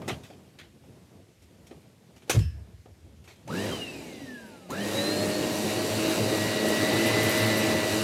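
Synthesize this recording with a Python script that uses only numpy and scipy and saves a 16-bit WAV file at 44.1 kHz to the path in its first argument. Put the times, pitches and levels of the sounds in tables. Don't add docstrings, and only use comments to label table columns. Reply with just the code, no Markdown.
import sys
import numpy as np
from scipy import signal
from scipy.fft import rfft, irfft, next_fast_len
from scipy.io import wavfile
from scipy.ndimage import uniform_filter1d, map_coordinates

SR = 44100
rng = np.random.default_rng(int(sys.argv[2]) if len(sys.argv) > 2 else 0)


def linear_from_db(decibels):
    return 10 ** (np.asarray(decibels, float) / 20)


def generate_wav(signal):
    frames = np.transpose(np.atleast_2d(signal))
    scaled = np.clip(frames, -1, 1) * 32767
    pcm = np.round(scaled).astype(np.int16)
    wavfile.write(sys.argv[1], SR, pcm)


N = 354123

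# pitch_hz, t60_s
BEDROOM = [(200, 0.12), (2000, 0.69), (10000, 0.047)]

# start_s, level_db
STEPS = [(.02, -59), (.14, -45), (.41, -61), (.65, -51), (.88, -50), (1.16, -54), (1.4, -52), (1.6, -56),
         (1.74, -56), (1.89, -67), (2.14, -53), (2.45, -26.5), (2.75, -45.5), (2.9, -51), (3.05, -47),
         (3.2, -48.5), (3.48, -46), (4.42, -39)]
STEP_RISE_S, STEP_T60_S = .04, .65
# start_s, effort_db
PUSH = [(0, -44), (.3, -51), (.55, -55.5), (.78, -59), (.9, -54), (1.12, -55.5), (1.35, -60), (1.6, -56.5),
        (1.75, -52.5), (2.0, -60.5), (2.17, -54.5), (2.3, -61), (2.6, -59), (3.25, -60), (3.46, -53)]
# start_s, wheels_db, rustle_db
JOLTS = [
    (.12, -37, -53.5),
    (2.36, -35, -40.5),
]
JOLT_RISE_S, JOLT_T60_S = 0.044, 0.27
# pitch_hz, level_db
WHEEL_COLOUR = [(53, -55), (90, 2), (194, 0.5), (375, -5.5), (505, -9), (655, -11.5), (2000, -35.5),
                (2600, -67), (4400, -120)]
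# pitch_hz, level_db
RUSTLE_COLOUR = [(470, 1), (800, -30), (953, -6.5), (2260, -3.5), (2530, -4), (9520, -11.5), (13200, -14.5),
                 (15900, -32)]
HISS_DB, RUSTLE_SHARE = -66.5, 0.38

# start_s, level_db, knock_db, edge_db
KNOCKS = [(0.0781, -21, 2, -11.5), (0.094, -26, -2, -40), (0.3, -48, 10, -30), (0.587, -34.5, -19, -15),
          (0.8354, -57, 7, -14), (0.9194, -59, 4, -12), (1.4192, -52.5, -1, -3), (1.667, -49, -13, -3.5),
          (1.709, -46, 6.5, -25), (1.8054, -58, -2, -5), (2.161, -45.5, -0.5, -7), (2.2204, -47.5, -3, -10),
          (2.276, -49, 7, -10), (2.2954, -13.5, -13, -5.5), (2.3054, -23.5, -23, -21),
          (2.3456, -32.5, 0, -16), (2.388, -37.5, -20, -7), (2.857, -55.5, 12.5, -20),
          (3.476, -35.5, -1, -11), (4.702, -34.5, -3.5, -4)]
# start_s, level_db, knock_db, edge_db
SCUFFS = [(0.015, -45, 9, -30), (0.233, -40.5, -21, -11.5), (0.598, -48.5, -12, -27),
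          (3.2404, -48.5, -8, -7.5), (3.275, -42, -8, -14)]
KNOCK_T60_S, SCUFF_T60_S = 0.14, 0.37
# pitch_hz, level_db
KNOCK_COLOUR = [(35, -43), (60, -76), (235, 6.5), (888, -0.5), (1070, -43), (1200, -4), (1560, -26),
                (2640, -120)]
# pitch_hz, level_db
CLACK_COLOUR = [(530, -45), (900, -8.5), (2530, -1.5), (2870, -6.5), (3140, -2.5), (6500, -19.5),
                (8450, -58), (14300, -120)]
# pitch_hz, level_db
EDGE_COLOUR = [(3240, -15), (5500, 6.5), (8390, 4), (10400, -1.5), (13300, -4), (15900, -18)]
# start_s, level_db
THUMPS = [(0.086, -41), (2.341, -25), (2.362, -11), (2.394, -19.5), (2.435, -39)]
# pitch_hz, level_db, t60_s
FLOORBOARDS = [(68, -9, 0.51), (83.6, -7, 0.35), (106.6, 4.5, 0.25), (156.3, -8.5, 0.22),
               (229, -18.5, 0.21), (337, -5.5, 0.044)]
# pitch_hz, level_db, t60_s
SPRING = [(1700, -53.5, 0.82), (2680, -44.5, 0.35), (3040, -47, 0.31), (5240, -45, 0.39), (5240, -48, 0.36)]
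# start_s, level_db
POPS = [(.017, -34), (.081, -36), (1.712, -56), (2.276, -48), (2.296, -14.5), (2.858, -56)]
# pitch_hz, level_db, t60_s
SHELL = [(620, -1.5, 0.048), (930, -18, 0.0094)]
# start_s, level_db
GRIT = [(6.054, -44), (6.0934, -31), (6.3523, -31), (6.4386, -37), (6.685, -27), (6.7888, -34), (6.93, -32),
        (6.9683, -33), (7.061, -23), (7.2315, -23), (7.2944, -24), (7.375, -23), (7.4194, -31), (7.46, -26),
        (7.571, -24), (7.6389, -40), (7.77, -35), (8.0111, -33), (4.22, -57), (4.46, -50), (4.705, -36.5)]

# start_s, share_0_to_1
POWER = [
    (3.47, 0),
    (3.5, 0.88),
    (3.72, 0.81),
    (3.84, 0.02),
    (4.688, 0.05),
    (4.706, 0.98),
]
# fan_start_s, off_s, brush_start_s
SWITCH = [
    (3.4455, 3.6586, 3.459),
    (4.6863, 9, 4.675),
]
FULL_HZ, SETTLE_PER_S, PULL_PER_TURN, COAST_S = 628.6, 5.184, .0049, 1.0165
BRUSH_UP_S, BRUSH_STOP_S, BELT_SLACK_S = .044, .125, .012
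PILE_DRAG = .006
# start_s, brush_hz, nearness_db, tooth_whine_db
STROKE = [(3.52, 98.75, 4, -37.5), (3.66, 107.6, 0.5, -41.5), (4.71, 105.2, 1.5, -37),
          (4.9, 104.5, 2, -41.5), (5.05, 101.6, 1.5, -41.5), (5.38, 101.8, 0.5, -43), (5.6, 105.6, 1, -46),
          (5.9, 106.6, 1.5, -42), (6.05, 107.7, 3, -61), (6.25, 107.5, 2.5, -44.5), (6.35, 107.4, 3.5, -36),
          (6.6, 106.9, 3.5, -37.5), (6.85, 108.6, 6, -31), (7.1, 110.9, 7, -31), (7.45, 110.7, 7, -29.5),
          (7.8, 108.4, 5, -32.5), (8.03, 108.2, 3.5, -45)]

# start_s, level_db
BITES = [(3.5, -48), (3.66, -32.5), (4.95, -39), (5.1, -46), (5.24, -31), (5.8, -33), (5.95, -29),
         (6.27, -29), (6.44, -30), (7.15, -27.5), (7.27, -27), (7.46, -21.5), (7.62, -34), (7.8, -37),
         (7.92, -45), (8.02, -32)]
THROB_DB, BITE_S = -46.5, 0.064
# multiple of brush turns, level_db over rumble
BRISTLES = [(2, -10), (3, -9.5), (4, -15), (5, -17), (7, -22)]
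# multiple of brush turns, level_db over whine
TEETH = [(18, 0.5), (19, -11), (20, -32), (17, -10.5), (16, -12)]

# pitch_hz, level_db
DRIVEN = [(18, -70), (30, -82), (100, -2), (141, -7), (327, -1), (511, -5), (630, -6), (682, -10),
          (1460, -14.5), (2000, -14), (3290, -14), (3850, -19), (12600, -32), (15900, -46)]
# pitch_hz, level_db
COASTING = [(35, -55), (60, -9), (249, 1), (664, -8), (900, -18.5), (1280, -25), (1690, -19.5), (2830, -17),
            (3330, -20), (3830, -25.5), (8470, -26), (14000, -35), (15900, -54)]
# pitch_hz, width_hz, level_db
DUCTS = [(2830, 290, 4), (3290, 430, -6.5), (3920, 490, 8.5), (4797, 120, 8.5), (5740, 290, 3.5),
         (7730, 200, 3.5), (14800, 2000, 3)]
# driven_db at full speed, dB per dB of speed, coasting_db,
# dB per dB of speed, share of nearness
FLOWS = [(-30.5, 0.83, -32, 1.84, 0.64), (-35.5, 1.66, -35.5, 2.23, 1), (-38, 2, -44, 2, 0.4)]
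SPIN_UP_S = 0.022

# multiple of shaft turns, level_db over hiss, blur_rad
FAN_ORDERS = [(12, -22, .9), (14, -23.5, .9), (21, -22, 1.2), (24, -25, 1.5), (36, -25, 3), (48, -22, 3.2)]
# multiple of shaft turns, level_db
BEARING = [(2.64, -58), (4.36, -58.5)]
# pitch_hz, width_hz, level_db
BLADE_PATH = [(1704, 236, 19.5), (2230, 590, 6.8), (2764, 350, 21.4), (3086, 340, 16), (3950, 460, 25.2),
              (4257, 610, 13)]
BLADE_DB, STALL_DB = -64.5, 3
# pitch_hz, level_db
SHAFT_PATH = [(170, -62), (215, -52), (255, -43), (300, -57), (400, -52), (470, -56), (550, -34),
              (628, -38)]


def unit(x):
    return x / np.sqrt(np.mean(x ** 2) + 1e-20)


def along(points, hz):
    f, v = np.transpose(points)
    return np.interp(np.log(hz + 1), np.log(f + 1), v)


def curves(rows):
    s, *columns = np.transpose(rows)
    return [np.interp(np.arange(N) / SR, s, column) for column in columns]


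def resonances(rows, hz):
    return sum(db / (1 + (2 * (hz - centre) / width) ** 2) for centre, width, db in rows)


def decay(t, t60):
    return linear_from_db(-60 * t / t60)


def swells(rows, rise, t60):
    t = np.arange(N) / SR
    total = 0
    for s, db in rows:
        rising = np.exp(-((t - s) / rise) ** 2)
        total = total + linear_from_db(db) * np.where(t < s, rising, decay(np.maximum(t - s, 0), t60))
    return total


def wobble(rate):
    knots = rng.standard_normal(int(N * rate / SR) + 4)
    return map_coordinates(knots, [np.arange(N) * rate / SR])


def noise(response, patchy_db=0.):
    z = signal.stft(rng.standard_normal(N + 512), nperseg=512)[2]
    patches = uniform_filter1d(uniform_filter1d(rng.standard_normal(z.shape), 6, 0), 10, 1)
    x = signal.istft(z * linear_from_db(patchy_db * unit(patches)), nperseg=512)[1]
    m = next_fast_len(len(x))
    return unit(irfft(rfft(x, m) * response(np.fft.rfftfreq(m, 1 / SR)), m)[:N])


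def coloured(points, patchy_db):
    return noise(lambda hz: linear_from_db(along(points, hz)), patchy_db)


def tone(turns, multiple, flutter_db, blur, rate):
    phase = 2 * np.pi * multiple * turns + blur * wobble(rate) + rng.uniform(0, 2 * np.pi)
    return np.sqrt(2) * linear_from_db(flutter_db * wobble(rate)) * np.sin(phase)


def rings(s, db, modes, attack, blur):
    t = np.arange(SR) / SR
    ring = 0
    for hz, level, t60 in modes:
        drift = blur * np.cumsum(rng.standard_normal(SR)) / np.sqrt(SR)
        ring = ring + linear_from_db(level) * decay(t, t60) * np.sin(2 * np.pi * hz * t + drift)
    onset = 1 - np.exp(-(t / attack) ** 2)
    return np.pad(linear_from_db(db) * ring * onset, (round(s * SR), N))[:N]


def bedroom(x, wet_db):
    hz, t, z = signal.stft(rng.standard_normal(SR // 2), SR, nperseg=256)
    tail = signal.istft(z * decay(t, along(BEDROOM, hz)[:, None]), SR, nperseg=256)[1]
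    return x + linear_from_db(wet_db) * signal.fftconvolve(x, tail / np.linalg.norm(tail))[:N]


def cloth_and_hiss():
    push_db, = curves(PUSH)
    jolts = swells([(s, rustle_db) for s, _, rustle_db in JOLTS], JOLT_RISE_S, JOLT_T60_S)
    level = linear_from_db(HISS_DB + RUSTLE_SHARE * (push_db - push_db.min())) + jolts
    return level * coloured(RUSTLE_COLOUR, patchy_db=1)


def feet_and_wheels():
    push_db, = curves(PUSH)
    boom = noise(lambda hz: 1 / (1 + ((hz - 78) / 24) ** 2) / (1 + (52 / (hz + 1)) ** 6))
    steps = linear_from_db(-3.5) * swells(STEPS, STEP_RISE_S, STEP_T60_S) * boom
    jolts = swells([(s, wheels_db) for s, wheels_db, _ in JOLTS], JOLT_RISE_S, JOLT_T60_S)
    lumps = unit(linear_from_db(2.5 * wobble(30)) * coloured(WHEEL_COLOUR, patchy_db=1.5))
    wheels = linear_from_db(1.0) * (linear_from_db(push_db) + jolts) * lumps
    rest = linear_from_db(np.interp(np.arange(N) / SR, [3.5, 3.7], [0, -18]))
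    return rest * (steps + wheels)


def knocks():
    t = np.arange(SR // 2) / SR
    onset = 1 - np.exp(-t / 0.0011)
    low, mid, top = np.zeros((3, N + SR))
    contacts = [(*row, KNOCK_T60_S) for row in KNOCKS] + [(*row, SCUFF_T60_S) for row in SCUFFS]
    for s, db, knock_db, edge_db, t60 in contacts:
        i = round(s * SR)
        shape = (0.32 * decay(t, 0.0046) + decay(t, t60)) * onset
        low[i:][:len(t)] += linear_from_db(db + knock_db - 4.5) * decay(t, 0.96 * t60) * onset
        mid[i:][:len(t)] += linear_from_db(db - 10.5) * shape
        top[i:][:len(t)] += linear_from_db(db + edge_db - 5.0) * shape
    rattle = linear_from_db(1.5 * wobble(160))
    layers = (low, KNOCK_COLOUR), (mid, CLACK_COLOUR), (top, EDGE_COLOUR)
    return rattle * sum(level[:N] * coloured(colour, patchy_db=3) for level, colour in layers)


def thumps():
    return sum(rings(s, db, FLOORBOARDS, attack=0.0061, blur=0) for s, db in THUMPS)


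def latch_and_bin():
    spring = rings(2.39, 0, SPRING, attack=.02, blur=26)
    return spring + sum(rings(s, db, SHELL, attack=0.00094, blur=41) for s, db in POPS)


def grit():
    t = np.arange(5000) / SR
    tick = 2.4 * decay(t, 0.0051)
    puff = decay(t, 0.17) * (1 - np.exp(-t / .005))
    bursts = np.zeros(N + SR)
    for s, db in GRIT:
        bursts[round(s * SR):][:len(t)] += linear_from_db(db - 10) * (tick + puff)
    return bursts[:N] * noise(lambda hz: 1 / (1 + ((hz - 11500) / 2800) ** 4), patchy_db=2.5)


def brush_hz():
    t = np.arange(N) / SR
    share = 0
    for _, off, on in SWITCH:
        up = 1 - np.exp(-np.maximum(t - on, 0) / BRUSH_UP_S)
        share = share + up * np.exp(-np.maximum(t - off - BELT_SLACK_S, 0) / BRUSH_STOP_S)
    return share * curves(STROKE)[0]


def fan_hz():
    t, hz = np.arange(N) / SR, np.full(N, 1.)
    for on, off, _ in SWITCH:
        lack = FULL_HZ - hz[round(on * SR)]
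        grow = np.exp(SETTLE_PER_S * (np.clip(t, on, off) - on))
        up = FULL_HZ - SETTLE_PER_S / ((SETTLE_PER_S / lack + PULL_PER_TURN) * grow - PULL_PER_TURN)
        hz = np.where(t < on, hz, up * np.exp(-np.maximum(t - off, 0) / COAST_S))
    return hz


def flow_db():
    t, near_db = np.arange(N) / SR, curves(STROKE)[1]
    speed_db = 20 * np.log10(fan_hz() / FULL_HZ)
    built_db = 20 * np.log10(1.001 - np.exp(-np.maximum(t - POWER[0][0], 0) / SPIN_UP_S))
    return [(db + grows * speed_db + share * near_db + built_db, idle_db + fades * speed_db + built_db)
            for db, grows, idle_db, fades, share in FLOWS]


def brush_beats(turns):
    rumble_db = flow_db()[0][0]
    bite = linear_from_db(THROB_DB) + swells(BITES, BITE_S, t60=0.32)
    throb = bite * linear_from_db(-6.0) * tone(turns, 1, flutter_db=-0.5, blur=0.17, rate=14)
    beats = sum(linear_from_db(db) * tone(turns, k, flutter_db=4, blur=.8, rate=10) for k, db in BRISTLES)
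    return curves(POWER)[0] * (throb + linear_from_db(rumble_db + 0.23) * beats)


def tooth_whine(turns):
    whine_db, power = curves(STROKE)[2], curves(POWER)[0]
    rough = .3 + 200 * np.minimum(np.abs(np.gradient(brush_hz())), .012)
    whine = sum(linear_from_db(db) * tone(turns, k, flutter_db=1.5, blur=rough, rate=110) for k, db in TEETH)
    return np.sqrt(np.abs(power)) * (power > .1) * linear_from_db(whine_db - 4.0) * whine


def roar(brush_turns):
    power, = curves(POWER)

    def above(hz, edge):
        return 1 / (1 + (edge / (hz + 1)) ** 8)

    bands = [lambda hz: 1 - above(hz, 900),
             lambda hz: above(hz, 900) - above(hz, 6000),
             lambda hz: above(hz, 6000)]
    chop, sway_db = [.35, 0.12, 0.15], [.7, 0.26, 0.74]
    total = 0
    for (driven_db, idle_db), band, depth, sway in zip(flow_db(), bands, chop, sway_db):

        def air(colour):
            return noise(lambda hz: linear_from_db(along(colour, hz) + resonances(DUCTS, hz))
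                         * np.sqrt(np.abs(band(hz))), patchy_db=1.0)

        beat = 1 + depth * np.sin(2 * np.pi * brush_turns + wobble(20))
        driven = np.sqrt(power) * linear_from_db(driven_db) * beat * air(DRIVEN)
        coasting = np.sqrt(1 - power) * linear_from_db(idle_db) * air(COASTING)
        total = total + linear_from_db(-1.94 + sway * wobble(9) + 0.46 * wobble(14)) * (driven + coasting)
    return total


def fan():
    hz, power = fan_hz(), np.clip(curves(POWER)[0], 0, 1)
    turns = np.cumsum(hz) / SR
    driven_db, idle_db = flow_db()[2]
    hiss_db = power * driven_db + (1 - power) * idle_db

    shaft_db = along(SHAFT_PATH, hz) + 0.75 * curves(STROKE)[1]
    x = linear_from_db(shaft_db - 1.5) * tone(turns, 1, flutter_db=4.5 - 3 * power, blur=.8 - .55 * power, rate=15)

    blade_db = BLADE_DB + resonances(BLADE_PATH, 7 * hz)
    torn = np.clip(np.gradient(hz) * SR / 1000, 0, 4)
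    x += linear_from_db(blade_db - 2.2 - STALL_DB * torn) * tone(turns, 7, flutter_db=3, blur=.6 + .6 * torn, rate=40)

    for k, db, blur in FAN_ORDERS:
        in_band = 1 / (1 + (k * hz / 13500) ** 12)
        level = linear_from_db(hiss_db + db + 10 * (1 - power)) * in_band
        x += level * tone(turns, round(k), flutter_db=4, blur=blur, rate=120)

    for k, db in BEARING:
        casing = 1 / (1 + ((k * hz - 900) / 90) ** 2)
        x += linear_from_db(db) * (casing + .05) * tone(turns, k, flutter_db=3.5, blur=.4, rate=22)
    return x * (np.arange(N) > POWER[0][0] * SR)


def scene():
    turns = np.cumsum(brush_hz() * (1 + PILE_DRAG * wobble(8))) / SR
    handling = cloth_and_hiss() + feet_and_wheels() + knocks() + thumps() + latch_and_bin()
    whines = bedroom(tooth_whine(turns) + fan(), wet_db=-16)
    mono = handling + grit() + brush_beats(turns) + roar(turns) + whines
    return np.array([mono, mono])


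def band_limit(x):
    return signal.sosfilt(signal.butter(12, 16170, fs=SR, output="sos"), x)


def record(dry):
    ceiling = .3
    rounded = dry / (1 + (dry / ceiling) ** 4) ** (1 / 4)
    bass_cut = signal.butter(4, 50 / (SR / 2), "high", output="sos")
    treble_cut = signal.ellip(10, .3, 70, 15850 / (SR / 2), output="sos")
    return band_limit(signal.sosfilt(np.vstack([bass_cut, treble_cut]), rounded))


dry = scene()
out = record(dry)
generate_wav(out)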